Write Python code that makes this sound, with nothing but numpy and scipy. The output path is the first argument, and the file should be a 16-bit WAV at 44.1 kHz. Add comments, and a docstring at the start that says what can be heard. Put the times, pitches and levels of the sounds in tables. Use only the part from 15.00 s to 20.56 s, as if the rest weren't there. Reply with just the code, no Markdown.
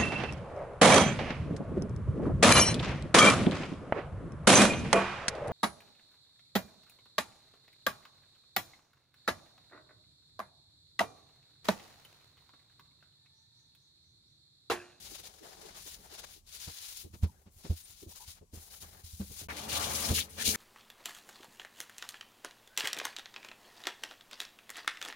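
"""A small bathroom, heard from a little way off. A scrub pad works over a plastic shower wall:
its fibres hiss as it sticks and slips, and it catches and bumps on the hollow panels, which boom.
At 4.47 s the scrubbing cuts off and rinsing follows: tap water sprays over the pad, gurgles and
drums in the tub, and the pad is wrung out in squirts. A faint background noise lies under both."""
import sys
import numpy as np
from scipy import signal
from scipy.fft import rfft, irfft, next_fast_len
from scipy.io import wavfile
from scipy.ndimage import uniform_filter1d

SR = 44100
rng = np.random.default_rng(int(sys.argv[2]) if len(sys.argv) > 2 else 0)


def bounce(signal):
    """Save signal as a 16-bit WAV file at the path given by the first command-line argument."""
    frames = np.transpose(np.atleast_2d(signal))
    limited = np.clip(frames, -1, 1)
    pcm = np.round(limited * 32767).astype(np.int16)
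    wavfile.write(sys.argv[1], SR, pcm)


N = 245175
TIME = np.arange(N) / SR
SCRUB_END_S, RINSE_START_S = 4.473, 4.486
MIC_GAP_M, ROOM_T60_S, BACKGROUND_DB, TOP_HZ = .19, 0.21, -68.5, 15850

# Table levels are relative; the layers add their own gains.
# Pad strokes. Each row: start at full speed and length in seconds, then hiss level,
# rise over the stroke, treble boost and rub level in dB.
PAD_STROKES = [(0.0, 0.22, -51, -2.5, -3.5, -69), (0.221, 0.046, -52.5, 6, -7.5, -68),
               (0.29, 0.17, -61, -6, -5, -70), (0.434, 0.31, -60.5, -7, -4.5, -66.5),
               (0.618, 0.16, -54, -5.5, -12, -62), (0.759, 0.19, -53, 0, 0.5, -73.5),
               (0.975, 0.15, -60, 4.5, -1.5, -68), (1.118, 0.19, -53.5, -3, -17, -68.5),
               (1.294, 0.052, -53.5, 2.5, -0.5, -76), (1.474, 0.096, -53, 12, -3, -79.5),
               (1.605, 0.41, -48, -2.5, -3.5, -79), (2.115, 0.19, -71, 3, 6.5, -89),
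               (2.297, 0.13, -77.5, 4, 4, -78), (2.518, 0.1, -70, 16, 8, -81.5),
               (2.578, 0.15, -60, 12.5, -6, -73.5), (2.765, 0.051, -53.5, 0, 2.5, -84),
               (2.842, 0.042, -60, 7, 2.5, -77), (2.891, 0.055, -57, -1, 0, -84),
               (2.967, 0.062, -57, -0.5, 0.5, -81), (3.092, 0.052, -58, -3, 6, -73.5),
               (3.16, 0.02, -54, -1, 0.5, -85), (3.207, 0.023, -53.5, -1, 1, -74),
               (3.275, 0.041, -52, 4.5, -1.5, -91), (3.542, 0.14, -58, 0.5, 5.5, -73),
               (3.713, 0.074, -55, -3.5, 2.5, -72), (3.803, 0.018, -53.5, 6, 4, -68),
               (3.828, 0.19, -61.5, -7, 0.5, -68), (4.047, 0.28, -58, -1.5, 6, -81.5),
               (4.296, 0.12, -51, 8.5, 1.5, -73.5)]
# Wall flexing under the hand. Each row: time in seconds, rumble in dB.
WALL_FLEX = [(0, -60), (.35, -75), (.7, -63.5), (1.25, -67.5), (1.45, -69), (1.9, -79), (2.3, -50.5),
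             (2.45, -82), (2.75, -71.5), (3.45, -72), (3.9, -64.5), (4.47, -58)]
# Pad catches. Each row: centre and length in seconds, level in dB, scuff over fibre hiss in dB.
PAD_CATCHES = [(0.153, 0.017, -45, -7), (0.2, 0.018, -48, -10), (0.272, 0.018, -49, -6),
               (0.78, 0.048, -49.5, -4.5), (0.877, 0.042, -47, -9), (0.947, 0.012, -49, -15),
               (1.146, 0.026, -49.5, -3.5), (1.194, 0.03, -47, -4.5), (1.244, 0.019, -50, 2.5),
               (2.147, 0.027, -58.5, 2), (2.238, 0.025, -51, -0.5), (2.654, 0.0097, -64, 13),
               (3.165, 0.033, -55, -4.5), (3.378, 0.038, -70, 6.5), (3.742, 0.021, -58, 2.5)]
# Notes of the pad cupping on the wall, taut fibres rasping, water squirting through a gap, # and one short high
# drip tick among the squirts. # Each row: centre and length in seconds, start and end pitch in Hz, level in dB.
CUP_NOTES = [(.128, 0.025, 321.4, 337, -55), (.2, 0.024, 400, 428, -59.5), (.43, 0.04, 380, 357, -57),
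             (.49, 0.1, 449, 455, -66), (.589, 0.018, 330, 345, -62), (.645, 0.057, 442.5, 397, -60),
             (.872, 0.02, 401, 423, -56), (1.06, 0.021, 800, 786, -59), (1.124, 0.026, 365, 402, -60),
             (1.37, 0.026, 364, 364, -64.5), (2.06, 0.033, 358.7, 320, -52.5), (2.29, 0.04, 950, 910, -68),
             (2.38, 0.041, 1640, 1500, -77.5), (3.033, 0.017, 350, 377, -51.5),
             (3.078, 0.037, 339.3, 315, -59), (3.117, 0.022, 900, 894, -64), (3.22, 0.046, 880, 955, -61.5),
             (3.428, 0.029, 394, 446, -62)]
RASP_NOTES = [(2.848, 0.028, 8950, 9300, -56)]
SQUIRT_NOTES = [(4.507, 0.031, 2088, 1874, -41.5), (4.722, 0.014, 3310, 3230, -39.5),
                (4.765, 0.044, 3860, 3576, -38.5), (4.955, 0.032, 5870, 6310, -38),
                (5.055, 0.041, 5040, 5330, -39.5), (5.158, 0.025, 4740, 3960, -36.5),
                (5.186, 0.018, 2800, 2414, -35), (5.186, 0.021, 1888, 1700, -43.5),
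                (5.21, 0.036, 3820, 3435, -38), (5.306, 0.016, 10000, 9700, -55),
                (5.412, 0.051, 1700, 1794, -44.5), (5.505, 0.03, 5730, 5460, -40),
                (5.553, 0.022, 1903, 1670, -38)]
# Bumps on the wall. Each row: start in seconds, ring peak in dB, favoured pitch in Hz,
# thud and scuff in dB.
WALL_BUMPS = [(1.666, -39, 90, -50, -54), (2.04, -41.5, 73, -58, -78), (2.129, -43, 56.5, -53, -92),
              (2.224, -14.5, 93, -42, -53), (2.455, -46.5, 143, -58.5, -69.5), (2.555, -49, 82, -80, -80),
              (2.641, -44, 148, -46, -58.5), (2.693, -18, 74, -42, -65), (2.887, -53.5, 80, -74, -85),
              (3.017, -51, 94.2, -56.5, -87.5), (3.06, -40.5, 80.7, -56, -83), (3.271, -44, 80.7, -73, -64),
              (3.405, -49, 70.0, -58, -81), (3.525, -38.5, 88, -51, -69), (3.562, -41.5, 76, -58, -62.5),
              (3.822, -44, 72.7, -61.5, -60.5), (4.033, -40, 74, -86, -81), (4.126, -37.5, 79, -81, -77),
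              (4.195, -23.5, 227, -41.5, -56.5), (4.293, -47, 84, -53.5, -69),
              (4.404, -42.5, 120, -51.5, -61), (5.099, -20.5, 104, -32.5, -64)]
# Wall panel modes. Each row: frequency in Hz, level in dB, T60 in seconds.
PANEL_MODES = [(51.3, -1, 0.1), (81.5, 13.5, 0.12), (120, -27, 0.04), (192, 3, 0.049), (199, 4.5, 0.097),
               (357, -14, 0.057)]
# Resonances of the rubbed wall, running spout and hollow tub.
# Each row: frequency and width in Hz, level in dB.
WALL_MODES = [(180, 57, -6), (414, 89, -7), (584, 380, -7.5), (764, 120, -6.5), (1500, 1200, -12)]
SPOUT_MODES = [(305.7, 6.9, 2), (552, 34, -4), (825, 12, 1), (1171, 11, 1)]
TUB_MODES = [(80.7, 7.8, 1.5), (153, 49, -14), (213, 12.3, -3.5), (299, 23, -21), (430.5, 20, -11.5)]
# Stream hitting the pad. Each row: start at full flow and length in seconds, then spray level,
# rise over the gush and treble boost in dB.
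PAD_GUSHES = [(4.502, 0.061, -49, -2, 2), (4.57, 0.1, -46, -8, 4), (4.693, 0.081, -37.5, 5, 7),
              (4.798, 0.058, -38.5, 0.5, 8), (4.868, 0.259, -41.5, 3, 12.5), (5.15, 0.051, -34, -4.5, 9),
              (5.292, 0.074, -59.5, 11, 12), (5.381, 0.038, -40.5, 11.5, 4), (5.456, 0.062, -32, -6.5, 10),
              (5.52, 0.05, -40.5, -4, 13)]
# Stream landing, in two lists read as one curve. Each row: time in seconds, gurgle and drumming in dB.
STREAM_LANDING = [
    [(4.49, -48, -49), (4.63, -53.5, -58.5), (4.666, -51.5, -46.5), (4.71, -51.5, -49), (4.742, -44, -50),
     (5.066, -48, -47), (5.09, -43, -42), (5.112, -47, -34)],
    [(5.15, -58, -47.5), (5.18, -59, -44), (5.275, -66, -57.5), (5.355, -66.5, -57), (5.385, -52.5, -52.5),
     (5.45, -63, -47), (5.48, -57, -34), (5.512, -53, -43.5), (5.56, -60, -43)],
]
# Noise spectra. Each row: frequency in Hz, density in dB.
FIBRE_SPECTRUM = [(650, -17.5), (1100, -14), (1180, -12.5), (1490, -10), (2050, -9), (3750, 0),
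                  (4530, -0.5), (5070, -1), (6850, -0.5), (8090, -6.5), (9780, -0.5), (11200, -6),
                  (15100, -4.5), (15800, -10)]
SCUFF_SPECTRUM = [(200, -10.5), (500, 2.5), (800, 5.5), (1300, 4), (2200, 1), (5000, -0.5), (15000, -34)]
THUD_SPECTRUM = [(110, 2.5), (190, 6), (250, -4), (315, -1.5), (440, -5), (620, -10), (1200, -25.5),
                 (3000, -60)]
SPRAY_SPECTRUM = [(760, -38), (1300, -33), (1360, -21), (1850, -11), (2190, -6.5), (2310, -2), (3030, 2),
                  (4280, 3), (4650, 0.5), (6850, -0.5), (7760, -7.5), (9980, -3.5), (11200, -11),
                  (12600, -9), (15800, -13)]
GURGLE_SPECTRUM = [(120, 3), (250, -8.5), (450, -4), (750, -0.5), (1100, -2.5), (1500, -5), (2300, -7),
                   (4500, -23.5)]
BACKGROUND_SPECTRUM = [(18, -53), (30, 18.5), (93, 8), (238, -6.5), (500, -13), (1100, -9), (1400, -21),
                       (3830, -16.5), (6830, -11), (15800, -22)]
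# Balance of two microphone ports. Each row: frequency in Hz, left minus right in dB.
PORT_BALANCE = [(150, -2), (500, 3.5), (1200, 5.5), (4500, 5.5), (5900, 10.5), (7000, 13.5), (8100, 15),
                (8800, 2.5), (9600, 0.5), (11000, 2), (12000, 2.5), (15000, 10)]


def undb(db):
    """Decibels to gain."""
    return 10 ** (np.asarray(db) / 20)


def unit(x):
    """Scale stereo to a mid rms of 1."""
    return x / np.sqrt(np.mean(x.mean(0) ** 2))


def controls(table):
    """Columns of a timed table, interpolated per sample."""
    times_s, *columns = np.transpose(table)
    return [np.interp(TIME, times_s, column) for column in columns]


def filtered(x, response):
    """Apply a frequency response, a function of Hz."""
    size = next_fast_len(x.shape[-1] + SR // 4)
    hz = np.maximum(np.arange(size // 2 + 1) * SR / size, 1)
    return irfft(rfft(x, size) * response(hz), size)[..., :x.shape[-1]]


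def spectrum_db(points, hz):
    """Read (Hz, dB) points on a log-frequency axis."""
    points_hz, db = np.transpose(points)
    return np.interp(np.log(hz), np.log(points_hz), db)


def colour(x, points):
    """Impose a spectrum, rolled off below its first point."""
    gain = lambda hz: undb(spectrum_db(points, hz)) * np.minimum(hz / points[0][0], 1) ** 2
    return unit(filtered(x, gain))


def resonate(x, modes):
    """Ring parallel (Hz, width Hz, dB) resonances."""
    gain = lambda hz: sum(undb(db) / (1 + 1j * (hz / f - f / hz) * f / width) for f, width, db in modes)
    return unit(filtered(x, gain))


def muffle(x, edge_hz):
    """Steep low-pass."""
    return filtered(x, lambda hz: 1 / (1 + (hz / edge_hz) ** 4))


def brighten(x, treble_db):
    """Shelf above 7.5 kHz."""
    treble = filtered(x, lambda hz: 1 / (1 + (7500 / hz) ** 4))
    return x + (undb(treble_db) - 1) * treble


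def walk(rate_hz):
    """Smooth random wander within +-2."""
    hold = max(int(SR / rate_hz), 2)
    steps = np.repeat(rng.uniform(-1, 1, N // hold + 1), hold)
    return 2 * uniform_filter1d(steps, hold)[:N]


def shifting(x, depth_db, rate_hz):
    """Octaves swell and fade independently as the contact patch changes."""
    log_centres = np.log(250 * 2. ** np.arange(7))
    octaves = (filtered(x, lambda hz: np.interp(np.log(hz), log_centres, pick)) for pick in np.eye(7))
    return sum(octave * undb(depth_db * walk(rate_hz)) for octave in octaves)


def swell(centre_s, length_s):
    """Gaussian rise and fall."""
    return np.exp(-(2 * (TIME - centre_s) / length_s) ** 2)


def gestures(starts_s, lengths_s, levels_db, rises_db, attack_db_per_s, arch_db, release_db_per_s):
    """Gain of a run of movements: attack, sloped and arched hold, release. The loudest wins."""
    level_db = -np.inf
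    for start_s, length_s, db, rise_db in zip(starts_s, lengths_s, levels_db, rises_db):
        age_s = TIME - start_s
        position = np.clip(age_s / length_s, 0, 1) - .5
        hold_db = db + rise_db * position - arch_db * (2 * position) ** 2
        attack_db = attack_db_per_s * np.minimum(age_s, 0)
        release_db = release_db_per_s * np.maximum(age_s - length_s, 0)
        level_db = np.maximum(level_db, hold_db + attack_db - release_db)
    return undb(level_db)


def diffuse(size=N):
    """Noise from all sides: channels alike in the bass, unrelated in the treble."""
    mid, side = rng.standard_normal((2, size))
    coherence = lambda hz: .93 * np.sinc(2 * hz * MIC_GAP_M / 343)
    mid = filtered(mid, lambda hz: np.sqrt(1 + coherence(hz)))
    side = filtered(side, lambda hz: np.sqrt(1 - coherence(hz)))
    return unit(np.array([mid + side, mid - side]))


def bathroom(x, tail_db):
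    """Tight near reflections plus a short room tail."""
    t = TIME[:SR // 4]
    near, tail = np.exp(-t / 0.0059), np.exp(-np.log(1000) * t / ROOM_T60_S)
    decay = near / np.linalg.norm(near) + undb(tail_db) * tail / np.linalg.norm(tail)
    return unit(signal.fftconvolve(x[None], diffuse(len(t)) * decay, axes=1)[:, :N])


def patter(rate_hz, spread_db, tail_db, spots=10):
    """Tiny random impacts, a few strong, at spots with their own room paths."""
    out = 0
    for _ in range(spots):
        clicks = (rng.random(N) < rate_hz / spots / SR) * rng.choice([-1, 1], N)
        strength_db = spread_db * np.minimum(rng.exponential(size=N), 4)
        out += bathroom(clicks * undb(strength_db), tail_db)
    return unit(out)


def scrubbing(slip_hz=43):
    """Stiff fibres flick over the wall; the pad sticks and slips, and rubs the wall into resonance."""
    start_s, length_s, hiss_db, rise_db, treble_db, rub_db = np.transpose(PAD_STROKES)
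    stroke = lambda db: gestures(start_s, length_s, db, rise_db,
                                 attack_db_per_s=750, arch_db=1, release_db_per_s=318)
    treble_db = np.interp(TIME, start_s + length_s / 2, treble_db)
    slip_phase = np.cumsum(slip_hz * (1 + 0.15 * walk(32))) / SR % 1
    # each slip starts sharply and dies away
    judder = 1.36 * walk(60) + 0.2 * walk(320) + 1.16 * (1 - 2 * slip_phase)
    fibres = undb(-1) * patter(rate_hz=4500, spread_db=1.2, tail_db=-0.27) + undb(-5) * diffuse()
    hiss = brighten(colour(fibres, FIBRE_SPECTRUM), treble_db)
    hiss = shifting(hiss, depth_db=0.99, rate_hz=30) * stroke(hiss_db)
    rub = muffle(resonate(diffuse(), WALL_MODES), edge_hz=2360)
    rub = shifting(rub, depth_db=2.1, rate_hz=29.4) * stroke(rub_db)
    return hiss * undb(1.16 * judder) + rub * undb(3.5 + 2 * judder)


def wall_rumble():
    """The wall flexes under the hand in two low modes."""
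    flex_db, = controls(WALL_FLEX)
    rumble = resonate(diffuse(), [(72.3, 24, 1.0), (171.5, 49, -9)])
    return muffle(rumble, edge_hz=246) * undb(flex_db + 3.6 * walk(23))


def catches():
    """The pad snags and lets many fibres go at once, with a fuller scuff."""
    snag = colour(patter(rate_hz=4000, spread_db=0.87, tail_db=-1), FIBRE_SPECTRUM)
    scuff = colour(diffuse(), SCUFF_SPECTRUM)
    return sum(undb(db - 3) * swell(centre_s, length_s) * (snag + undb(scuff_db) * scuff)
               for centre_s, length_s, db, scuff_db in PAD_CATCHES)


def gliding_notes(table, half_width_hz):
    """A pocket, fibre or gap sounds one noisy, sliding resonance; width is a function of start pitch."""
    out = 0
    for centre_s, length_s, start_hz, end_hz, db in table:
        hz = np.interp(TIME, [centre_s - length_s / 2, centre_s + length_s / 2], [start_hz, end_hz])
        lowpass = signal.butter(2, half_width_hz(start_hz), fs=SR, output="sos")
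        churn = unit(signal.sosfilt(lowpass, rng.standard_normal((2, N))))
        carrier = np.sqrt(2) * np.sin(2 * np.pi * np.cumsum(hz) / SR)
        out += undb(db) * swell(centre_s, length_s) * churn * carrier
    return out


def bumps(push_s=0.015, thud_s=0.008, scuff_s=0.0085):
    """The soft pad pushes the panel into its modes; where it lands decides which speak."""
    thud, scuff = colour(diffuse(), THUD_SPECTRUM), colour(diffuse(), SCUFF_SPECTRUM)
    out = np.zeros((2, N))
    for start_s, peak_db, favoured_hz, thud_db, scuff_db in WALL_BUMPS:
        start = int(start_s * SR)
        span = slice(start, min(start + SR // 3, N))
        t = TIME[:span.stop - start]
        ring = 0
        for hz, db, t60_s in PANEL_MODES:
            weight = undb(db) * np.exp(-(np.log(hz / favoured_hz) / 0.8) ** 2)
            ring += weight * undb(-60 * t / t60_s) * np.cos(2 * np.pi * hz * (t - .012))
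        ring *= np.sin(np.pi / 2 * np.minimum(t / push_s, 1)) ** 3
        contact = lambda tau_s: (t / (2 * tau_s)) ** 2 * np.exp(2 - t / tau_s)
        out[:, span] -= undb(peak_db - 1) * ring / np.abs(ring).max()
        out[:, span] += undb(thud_db) * thud[:, span] * contact(thud_s)
        out[:, span] += undb(scuff_db - 1) * scuff[:, span] * contact(scuff_s)
    return out


def bubbles(count=1400, cycles=14, glide=0.07):
    """Small trapped bubbles, each a short ring rising in pitch."""
    out = np.zeros(N + SR)
    for when, decades in rng.random((count, 2)):
        hz = 700 * 10 ** decades
        age = np.arange(int(2 * cycles * SR / hz)) * hz / SR / cycles
        start = int((RINSE_START_S + when * (N / SR - RINSE_START_S)) * SR)
        ring = np.sin(2 * np.pi * cycles * age * (1 + glide * age / 2))
        out[start:start + len(age)] += ring * np.exp(-3 * age)
    return out[:N]


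def tap_spray():
    """The stream breaks on the pad into fine drops and fat spatters, and traps bubbles."""
    start_s, length_s, spray_db, rise_db, treble_db = np.transpose(PAD_GUSHES)
    flow = gestures(start_s, length_s, spray_db, rise_db,
                    attack_db_per_s=800, arch_db=0.5, release_db_per_s=402)
    treble_db = np.interp(TIME, start_s + length_s / 2, treble_db)
    drops = undb(-1) * patter(rate_hz=3500, spread_db=3.5, tail_db=-0.8) + undb(-1) * diffuse()
    fizz = undb(-10) * bathroom(bubbles(), tail_db=-1.7)
    spatters = undb(-7) * patter(rate_hz=120, spread_db=4.7, tail_db=0)
    spray = brighten(colour(drops + fizz + spatters, SPRAY_SPECTRUM), treble_db)
    return shifting(spray, depth_db=1.0, rate_hz=60) * flow * undb(-3 + 1.05 * walk(160))


def tap_stream():
    """Running water rings the spout, gurgles and drums on the hollow tub."""
    gurgle_db, drum_db = controls(np.vstack(STREAM_LANDING))
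    gurgle = undb(1.5) * shifting(colour(diffuse(), GURGLE_SPECTRUM), depth_db=3.5, rate_hz=50)
    spout = undb(-5) * resonate(diffuse(), SPOUT_MODES)
    drum = muffle(resonate(diffuse(), TUB_MODES), edge_hz=830)
    return (gurgle + spout) * undb(gurgle_db) + drum * undb(drum_db + 1)


def scene():
    """Scrubbing, 13 ms of silence, rinsing; bumps and background in both parts."""
    scrub_gate = np.clip((SCRUB_END_S - TIME) / 0.0014, 0, 1)
    rinse_gate = TIME > RINSE_START_S
    background = colour(diffuse(), BACKGROUND_SPECTRUM) * undb(BACKGROUND_DB)
    cupping = gliding_notes(CUP_NOTES, half_width_hz=lambda hz: 75)
    rasp = gliding_notes(RASP_NOTES, half_width_hz=lambda hz: 450)
    squirts = gliding_notes(SQUIRT_NOTES, half_width_hz=lambda hz: 0.18 * hz)
    scrub = scrubbing() + wall_rumble() + catches() + cupping + rasp
    rinse = tap_spray() + tap_stream() + squirts
    return scrub_gate * scrub + rinse_gate * rinse + (scrub_gate + rinse_gate) * (background + bumps())


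def record(dry, bass_lead_rad=0.25):
    """Two microphone ports colour the sound differently, left leading in the bass; steep top cut."""
    sides = np.array([[-1], [1]])
    balance = lambda hz: np.sqrt(2 / (1 + undb(sides * spectrum_db(PORT_BALANCE, hz)) ** 2))
    phase = lambda hz: np.exp(-.5j * sides * bass_lead_rad / (1 + (hz / 300) ** 2))
    ported = filtered(dry, lambda hz: balance(hz) * phase(hz))
    return signal.sosfilt(signal.ellip(12, .1, 80, TOP_HZ, fs=SR, output="sos"), ported)


dry = scene()
out = record(dry)
bounce(out)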